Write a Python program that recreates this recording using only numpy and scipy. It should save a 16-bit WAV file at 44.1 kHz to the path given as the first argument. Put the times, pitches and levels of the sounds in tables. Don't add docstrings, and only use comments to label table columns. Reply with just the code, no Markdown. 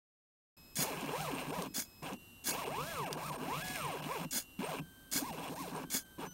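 import sys
import numpy as np
from scipy import signal
from scipy.fft import rfft, irfft, next_fast_len
from scipy.io import wavfile
from scipy.ndimage import uniform_filter1d

SR = 44100
rng = np.random.default_rng(int(sys.argv[2]) if len(sys.argv) > 2 else 0)


def dump_mix(stems):
    frames = np.atleast_2d(stems).T
    limited = np.clip(frames, -1, 1)
    pcm = np.round(limited * 32767).astype(np.int16)
    wavfile.write(sys.argv[1], SR, pcm)


def volts_from_decibels(level):
    exponent = np.asarray(level, float) / 20
    return 10 ** exponent


N = 279153
T = np.arange(N) / SR

# [from t/s, to t/s]
REST_TIMES = [
    (.555, .784),
    (1.678, 2.03),
    (2.138, 2.5),
    (4.236, 4.615),
    (4.798, 5.151),
    (5.85, 6.181),
    (6.258, 6.355),
]
# [chopper f/Hz, stray tone level/dB]
REST_PITCHES = [(2566, -72), (2563, -71), (982, -72), (984, -75), (1562, -68), (1556, -68), (3031.5, -69)]
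REST_POSITION = [0, 0, 1, 1, 2, 2, 3]
# [multiple, level/dB rms]
CHOPPER_TONES = [
    [(1, -64), (2, -61.5), (3, -80), (5, -80), (6, -79), (-4, -86), (-5, -65), (-7, -74)],
    [(3, -65), (6, -74.5), (7, -83), (9, -69), (10, -80), (11, -74), (12, -67), (13, -68), (14, -82)],
    [(1, -60), (2, -64), (4, -75), (5, -76), (7, -73), (8, -68), (9, -85), (10, -79), (-7, -79), (-8, -69),
     (-11, -85)],
    [(1, -64), (2, -53), (4, -66), (5, -72)],
]
FOLD_HZ = [25337, 0, 24644, 0]
STRAY_HZ = [8400, 8000, 8575, 8543]
# [f/Hz, level/dB rms]
OTHER_DRIVER = [
    [(12200, -85), (15700, -80)],
    [(2767, -57.5), (3989, -78), (7604, -77), (15057, -82)],
    [(11830, -86), (15305, -83)],
    [(1459, -62), (2912, -67), (11946, -82), (13550, -64), (13738, -75)],
]
# [f/Hz, level/dB per Hz]
ROOM_AIR = [(12, -26), (20, 1), (76, 2.5), (196, -1.5), (266, 1), (465, -11.5), (1130, -13.5), (2330, -23),
            (3960, -17), (4950, -23), (7730, -22.5), (8640, -21), (9390, -25.5), (12400, -17), (15500, -21)]

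# [start t/s, spin-up t/s, length t/s, gear noise level/dB, level before braking/dB]
SERVO_SWINGS = [
    (.755, 0.016, 0.12, -38.5, -34),
    (1.739, 0.02, .11, -38.5, -36.5),
    (2.44, 0.032, 0.12, -35.5, -36.5),
    (4.316, 0.013, 0.11, -40, -34.5),
    (5.116, 0.019, 0.12, -34.5, -37.5),
    (5.9, 0.047, 0.12, -35, -38),
]
# [f/Hz, level/dB per Hz]
GEAR_COLOUR = [(59, -44), (100, -23), (243, 7), (447, -10), (564, -3), (1090, -7.5), (1620, -4.5),
               (2470, -10), (3390, -5), (3770, -9.5), (6660, 2), (7560, -3), (15500, -5)]
# [f/Hz, width/Hz, level/dB]
CASE_MODES = [(1590, 180, -13), (2220, 51, -2.5), (3426, 77, -4.5), (4360, 180, -3), (4980, 124, -5),
              (6250, 160, -3), (6740, 190, -4.5), (7300, 160, -5), (8660, 160, -8), (9270, 87, -3),
              (11130, 120, -2.5), (13550, 150, -1.5), (15500, 130, -25), (15800, 150, -4)]
# [t/s, peak level/dB]
SERVO_JOLTS = [(0.755, -34), (1.7425, -39), (2.441, -40.5), (4.3085, -32), (5.114, -35), (5.902, -37)]
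# [t/s, peak level/dB]
PEN_THUMPS = [(0.811, -31), (1.782, -27), (2.486, -25), (4.359, -29), (5.158, -24.5), (5.949, -24)]
# [t/s, peak level/dB]
PEN_TICKS = [(1.0091, -33), (1.0594, -37), (1.6212, -26), (2.0293, -38), (2.1326, -38), (3.1278, -22),
             (3.6834, -30), (5.7613, -36)]

# [start t/s, end t/s, aimed step rate f/Hz, step tone level/dB, overtones level/dB]
MOVES = [(0.775, 0.992, 937, -54, -3.5), (0.924, 1.086, 453.8, -55, 0), (1.044, 1.394, 1520, -55, -3),
         (1.323, 1.472, 807, -56, 0), (1.449, 1.691, 1040, -55.5, -0.5), (2.007, 2.142, 880, -58, 1.5),
         (2.466, 2.729, 1189, -55, -0.5), (2.611, 3.182, 1776, -51.5, -3.5),
         (3.117, 3.424, 1370, -55, -5.5), (3.364, 4.022, 2067, -52, -2.5),
         (4.001, 4.265, 595.5, -53.5, 3.5), (4.574, 4.815, 774, -51, -3), (5.139, 5.405, 1133, -55, -5.5),
         (5.36, 5.519, 1005, -58, -7), (5.473, 5.735, 1143, -55, -3.5), (5.702, 5.856, 524.6, -57.5, 1),
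         (6.171, 6.299, 504.7, -57.5, 6.5)]
# [middle t/s, share of speed 0-1, step tone level/dB, overtones level/dB]
FOLLOWS = [(.884, .613, -55, -9), (1.219, 0.55, -52, -4.5), (1.399, .37, -54, -7), (1.568, 0.64, -53, -2.5),
           (2.6, 0.62, -55.5, -0.5), (2.897, .401, -54.5, -2.5), (3.693, .44, -57, 1),
           (6.235, .51, -60, -10)]
# [frame level/dB, rods level/dB, board level/dB, bearings level/dB]
LOADS = [(2, 4.5, -9, 4.5), (0, 4, 0, 2), (2, 2, 2.5, 1.5), (0, 3.5, 2, 1.5), (-0.5, -1, 5.5, 1),
         (0, 1, 6.5, -1.5), (0, 3, 0.5, 2), (-1, -1, -2, -1.5), (1, -4.5, -2, -0.5), (0.5, 1.5, -1.5, 0),
         (0.5, 3.5, 6.5, 3.5), (1, 2.5, 5, 1.5), (-4, -5.5, 4, -1), (1.5, -1.5, 5, -1.5),
         (-4.5, -6.5, 3, 0.5), (1.5, -2.5, 0, -1), (-0.5, -1, -7, -2)]
# [start t/s, stop t/s]
STROKES = [
    (.785, 1.675),
    (2.02, 2.142),
    (2.475, 4.25),
    (4.586, 4.803),
    (5.148, 5.842),
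    (6.18, 6.27),
]
# [f/Hz, level/dB]
RADIATION = [(280, -16.5), (400, 5), (530, 1), (620, 1), (750, 7), (880, 7), (1050, 10.5), (1420, -2),
             (1680, 1), (1950, -3.5), (2500, 6), (3000, -15), (3360, 3), (4500, -20)]
# [f/Hz, width/Hz, level/dB]
BOARD = [(159, 19.5, -0.5), (185, 27, -4.5), (263, 67.5, -3.5)]
# [f/Hz, width/Hz, level/dB]
FRAME = [(462, 404, 8.5), (807, 178, 9.5), (988, 189, 12.5), (1612, 193, 4.5)]
# [f/Hz, width/Hz, level/dB]
RODS = [(2202, 610, 3), (2800, 540, 7.5), (3410, 89, 2)]
# [f/Hz, level/dB per Hz]
BEARINGS = [(2060, -10), (3500, -1), (3660, -1), (3960, 1.5), (4780, -3), (5210, -1), (6990, -2),
            (7910, -6.5), (8580, -1), (9240, -4), (10400, -6.5), (12500, -1.5), (14400, -8), (15500, -3.5)]
# [standstill level/dB, level at KNEE_HZ/dB, top speed level/dB]
BOOM_LAW = (-41.5, -51, -52)
# [standstill level/dB, level at KNEE_HZ/dB, top speed level/dB]
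RATTLE_LAW = (-48, -47.5, -52.5)
# [standstill level/dB, level at KNEE_HZ/dB, top speed level/dB]
CLATTER_LAW = (-55, -52, -53.5)
# [standstill level/dB, level at KNEE_HZ/dB, top speed level/dB]
HISS_LAW = (-57, -54, -46.5)

# [t/s, share lost 0-1]
THINNED = [(1.52, .9), (1.842, .7), (2.18, .85), (2.524, .8), (2.651, .9), (3.055, .9), (3.099, .9),
           (3.162, .9), (3.311, .9), (3.375, .9), (3.632, .95), (4.015, .95), (4.306, .6), (4.807, .9),
           (5.317, .9), (5.55, .9), (6.042, .85), (6.299, .9)]
# [f/Hz, level/dB]
BAND_EDGE = [(100, 0), (15780, 0), (15950, -45), (16500, -50)]

START_S, ROOM_DB = 0.567, -55.5
TOP_SPEED_HZ, KNEE_HZ = 1678, 500
ROUND_S = 0.004
SET_OFF_S, STOP_DB_PER_S, BOARD_STOP_DB_PER_S = 0.0086, 1800, 326
SPIN_UP_DB, BRAKE_S, BRAKE_DB, CASE_DB = -16, 0.046, -21.5, -9.5
TICK_HZ, TICK_T60 = 5200, 0.01
JOLT_HZ, JOLT_T60 = 7040, 0.11
THUMP_HZ, THUMP_T60 = 258.3, 0.042
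KNOCK_DB, KNOCK_T60 = -8.5, 0.018


def evened(x):
    return x / np.sqrt(np.mean(x ** 2) + 1e-20)


def drift(size):
    return evened(uniform_filter1d(uniform_filter1d(rng.standard_normal(N), size), size))


def coloured(x, points):
    hz, db = np.transpose(points)
    size = next_fast_len(N)
    bins_hz = np.fft.rfftfreq(size, 1 / SR)
    gain = volts_from_decibels(np.interp(np.log(bins_hz + 1), np.log(hz), db))
    return irfft(rfft(x, size) * gain, size)[:N]


def lumpy(x, depth_db, size):
    bins = next_fast_len(N)
    ripple = rng.standard_normal(bins // 2 + 1)
    ripple = uniform_filter1d(uniform_filter1d(ripple, size), size)
    return irfft(rfft(x, bins) * volts_from_decibels(depth_db * evened(ripple)), bins)[:N]


def resonate(x, hz, width):
    r = np.exp(-np.pi * width / SR)
    return signal.lfilter([1 - r, 0, r - 1], [1, -2 * r * np.cos(2 * np.pi * hz / SR), r * r], x)


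def body(x, modes, flare_db=0.0, size=600):
    out = np.zeros(N)
    for k, (hz, width, db) in enumerate(modes):
        flare = volts_from_decibels(db + flare_db * drift(size))
        out += (-1) ** k * flare * resonate(resonate(x, hz, width), hz, 2 * width)
    return evened(out)


def knocks(per_s, spread_db, smooth):
    size = volts_from_decibels(spread_db * np.minimum(rng.exponential(1, N), 3.2)) * rng.choice([-1., 1.], N)
    impacts = evened(size * (rng.random(N) < per_s / SR))
    return impacts + smooth * rng.standard_normal(N)


def holding_whine():
    out = np.zeros(N)
    for (start, end), (chop_hz, stray_db), p in zip(REST_TIMES, REST_PITCHES, REST_POSITION):
        lines = [(round(k) * chop_hz + (k < 0) * FOLD_HZ[p], db) for k, db in CHOPPER_TONES[p]]
        lines += list(OTHER_DRIVER[p]) + [(STRAY_HZ[p], stray_db)]
        now = (T > start) & (T < end)
        t = T[now]
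        fade = np.clip(np.minimum(t - start, end - t) / 0.0027, 0, 1)
        for hz, db in lines:
            out[now] += fade * volts_from_decibels(db - 2.5) * np.sin(2 * np.pi * (hz * t + rng.random()))
    return out


def room_air():
    return volts_from_decibels(ROOM_DB - 5.0) * evened(coloured(rng.standard_normal(N), ROOM_AIR))


def servo():
    level = np.zeros(N)
    for start, up, length, db, late_db in SERVO_SWINGS:
        times = [0, up, length - BRAKE_S, length, length + 0.039]
        levels = [db + SPIN_UP_DB, db, late_db, late_db + BRAKE_DB, late_db + BRAKE_DB - 23]
        swinging = (T > start) * (T < start + length + 0.05)
        level += volts_from_decibels(np.interp(T - start, times, levels)) * swinging
    teeth = evened(knocks(9000, 2.0, 1.2) * volts_from_decibels(1.9 * drift(size=90)))
    ring = body(teeth, [(hz, 1.3 * width, db) for hz, width, db in CASE_MODES], 3.2, size=350)
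    chatter = evened(coloured(teeth, GEAR_COLOUR))
    return uniform_filter1d(level, size=30) * (chatter + 2.6 * volts_from_decibels(CASE_DB) * ring)


def pen():
    length = 6000
    out, t = np.zeros(N + 7000), np.arange(length) / SR
    cracks = [(*row, TICK_HZ, TICK_T60) for row in PEN_TICKS]
    cracks += [(*row, JOLT_HZ, JOLT_T60) for row in SERVO_JOLTS]
    for s, db, hz, t60 in cracks:
        crack = evened(resonate(rng.standard_normal(length), hz, 5300.0)) * 0.5
        out[round(s * SR) + 40:][:length] += volts_from_decibels(db - 60 * t / t60) * crack
    for s, db in PEN_THUMPS:
        tip = evened(resonate(rng.standard_normal(length), 900, 1500.0)) * 0.5
        tip *= volts_from_decibels(db + KNOCK_DB - 60 * t / KNOCK_T60)
        thump = np.sin(2 * np.pi * THUMP_HZ * t) * (1 - np.exp(-t / 0.001))
        thump *= volts_from_decibels(db - 5.5 - 60 * t / THUMP_T60)
        out[round(s * SR):][:length] += tip + thump
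    return out[:N]


def step_rate(start, end, top_hz):
    middle = (start + end) / 2
    ramp = top_hz * (1 - np.hypot(T - middle, ROUND_S) / (end - middle))
    return np.clip(ramp, 0, TOP_SPEED_HZ)


def fastest_rate(moves):
    return np.max([step_rate(*row[:3]) for row in moves], 0)


def motors():
    out = [(step_rate(*row[:3]), *row[3:], load[2]) for row, load in zip(MOVES, LOADS)]
    for s, share, db, second_db in FOLLOWS:
        lead = np.argmin([abs((row[0] + row[1]) / 2 - s) for row in MOVES])
        out.append((share * out[lead][0], db, second_db, out[lead][3]))
    return out


def running(stop_db_per_s):
    return sum(np.clip((T - start) / SET_OFF_S, 0, 1) * volts_from_decibels(-stop_db_per_s * np.clip(T - stop, 0, 1))
               for start, stop in STROKES)


def step_tones():
    sung, slow = np.zeros((2, N))
    for hz, db, second_db, board_db in motors():
        on = hz > 0
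        hz = hz[on]
        turn = 2 * np.pi * (np.cumsum(hz) / SR + rng.random())
        overtones = np.sin(2 * turn) + volts_from_decibels(-4.5) * np.sin(3 * turn) + volts_from_decibels(-21) * np.sin(4 * turn)
        tone = np.sin(turn) + volts_from_decibels(second_db - 4.0) * overtones
        sung[on] += volts_from_decibels(db + 4.5) * tone * np.clip((hz - 210) / 220, 0, 1)
        braking = np.gradient(hz) < 0
        pull = np.clip((hz - 60) / 110, 0, 1)
        slow[on] += pull * volts_from_decibels(board_db - 1.9 * braking) * (np.sin(turn) + 0.41 * np.sin(2 * turn))
    slow = slow * running(BOARD_STOP_DB_PER_S)
    sweep = sum(volts_from_decibels(db) * resonate(resonate(slow, hz, width), hz, 2 * width) for hz, width, db in BOARD)
    wavering = sung * volts_from_decibels(2.1 * drift(size=300))
    return lumpy(coloured(wavering, RADIATION), 1.8, size=400) + volts_from_decibels(-42) * sweep


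def current_cycle():
    hz = fastest_rate(MOVES)
    fast = fastest_rate([row for row in MOVES if row[2] > 1300])
    cogging = np.sin(2 * np.pi * np.cumsum(fast) / SR / 8) * (fast > 0)
    cogging = resonate(resonate(cogging, 147, 22), 147, 30)
    gate = np.exp(1.5 * (np.cos(2 * np.pi * np.cumsum(hz) / SR / 32) - 1))
    gate *= volts_from_decibels(3.5 * drift(size=5000)) * np.clip((hz - 150) / 200, 0, 1)
    chirp = body(rng.standard_normal(N), [(8630, 110, 0)])
    rumble = body(rng.standard_normal(N), [(47.0, 10.0, 1.5), (92, 110, 0)])
    rumble *= uniform_filter1d(hz, size=2000) / 1700
    return volts_from_decibels(-41) * cogging + volts_from_decibels(-56.5) * chirp * gate + volts_from_decibels(-55.5) * rumble


def loads():
    active = np.argmax([step_rate(*row[:3]) for row in MOVES], 0)
    return uniform_filter1d(np.transpose(LOADS)[:, active] * 1., size=600, axis=1)


def carriage():
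    hz = fastest_rate(MOVES)
    frame_db, rods_db, _, bearings_db = loads()

    def shaking(law, load_db):
        return volts_from_decibels(np.interp(hz, [0, KNEE_HZ, TOP_SPEED_HZ], law) + load_db)

    steps = np.cumsum(hz) / SR
    shared = knocks(900, 3.45, 1.0) * np.exp(0.16 * np.cos(2 * np.pi * steps / 4))
    clicks = np.diff(np.floor(steps / 4), prepend=0)
    teeth = evened(clicks * volts_from_decibels(4 * rng.standard_normal(N)))
    slack = knocks(60, 2.4, 0.0)
    fine = knocks(3000, 2.5, 0.56) + 0.35 * slack + 0.3 * teeth

    boom = shaking(BOOM_LAW, 0) * body(knocks(200, 3.0, 0.35), BOARD, 5.0, size=1200)
    rattle = shaking(RATTLE_LAW, frame_db) * body(shared, FRAME, 1.2)
    rod_drive = shared + 0.5 * fine + 0.48 * slack + 0.67 * teeth
    clatter = shaking(CLATTER_LAW, rods_db) * body(rod_drive, RODS, 2.45, size=800)
    bright = evened(lumpy(coloured(fine + 0.75 * shared, BEARINGS), 1.3, size=500))
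    hiss = shaking(HISS_LAW, bearings_db) * bright
    return boom * running(BOARD_STOP_DB_PER_S) + (rattle + clatter + hiss) * running(STOP_DB_PER_S)


def room(x):
    t = np.arange(9000) / SR
    taps = rng.choice([-1., 1.], len(t)) * (rng.random(len(t)) < 0.05)
    taps *= volts_from_decibels(-60 * t / 0.085) * (t > 0.004)
    return signal.fftconvolve(x, taps / np.linalg.norm(taps))[:N]


def scene():
    still = holding_whine() + room_air()
    machine = servo() + pen() + step_tones() + current_cycle() + carriage()
    return (still + machine + volts_from_decibels(-16.0) * room(machine))[None]


def thin_out(x):
    out, window = x.copy(), np.hanning(1100)
    for s, share in THINNED:
        part = out[round(s * SR) - 550:][:1100]
        frame = part * window
        lines = rfft(frame)
        strong = abs(lines) > 2.15 * uniform_filter1d(abs(lines), size=91)
        strong = uniform_filter1d(1. 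* strong, size=3) > 0
        strong |= np.arange(len(lines)) < 25
        part += share * (irfft(lines * strong) - frame)
    return out


def low_pass(x):
    return signal.sosfilt(signal.butter(12, 16800, fs=SR, output="sos"), x)


def record(dry):
    mix = coloured(thin_out(dry[0]), BAND_EDGE)
    mix = mix * np.clip((T - START_S) / 0.005, 0, 1)
    return low_pass(mix[None])


dry = scene()
out = record(dry)
dump_mix(out)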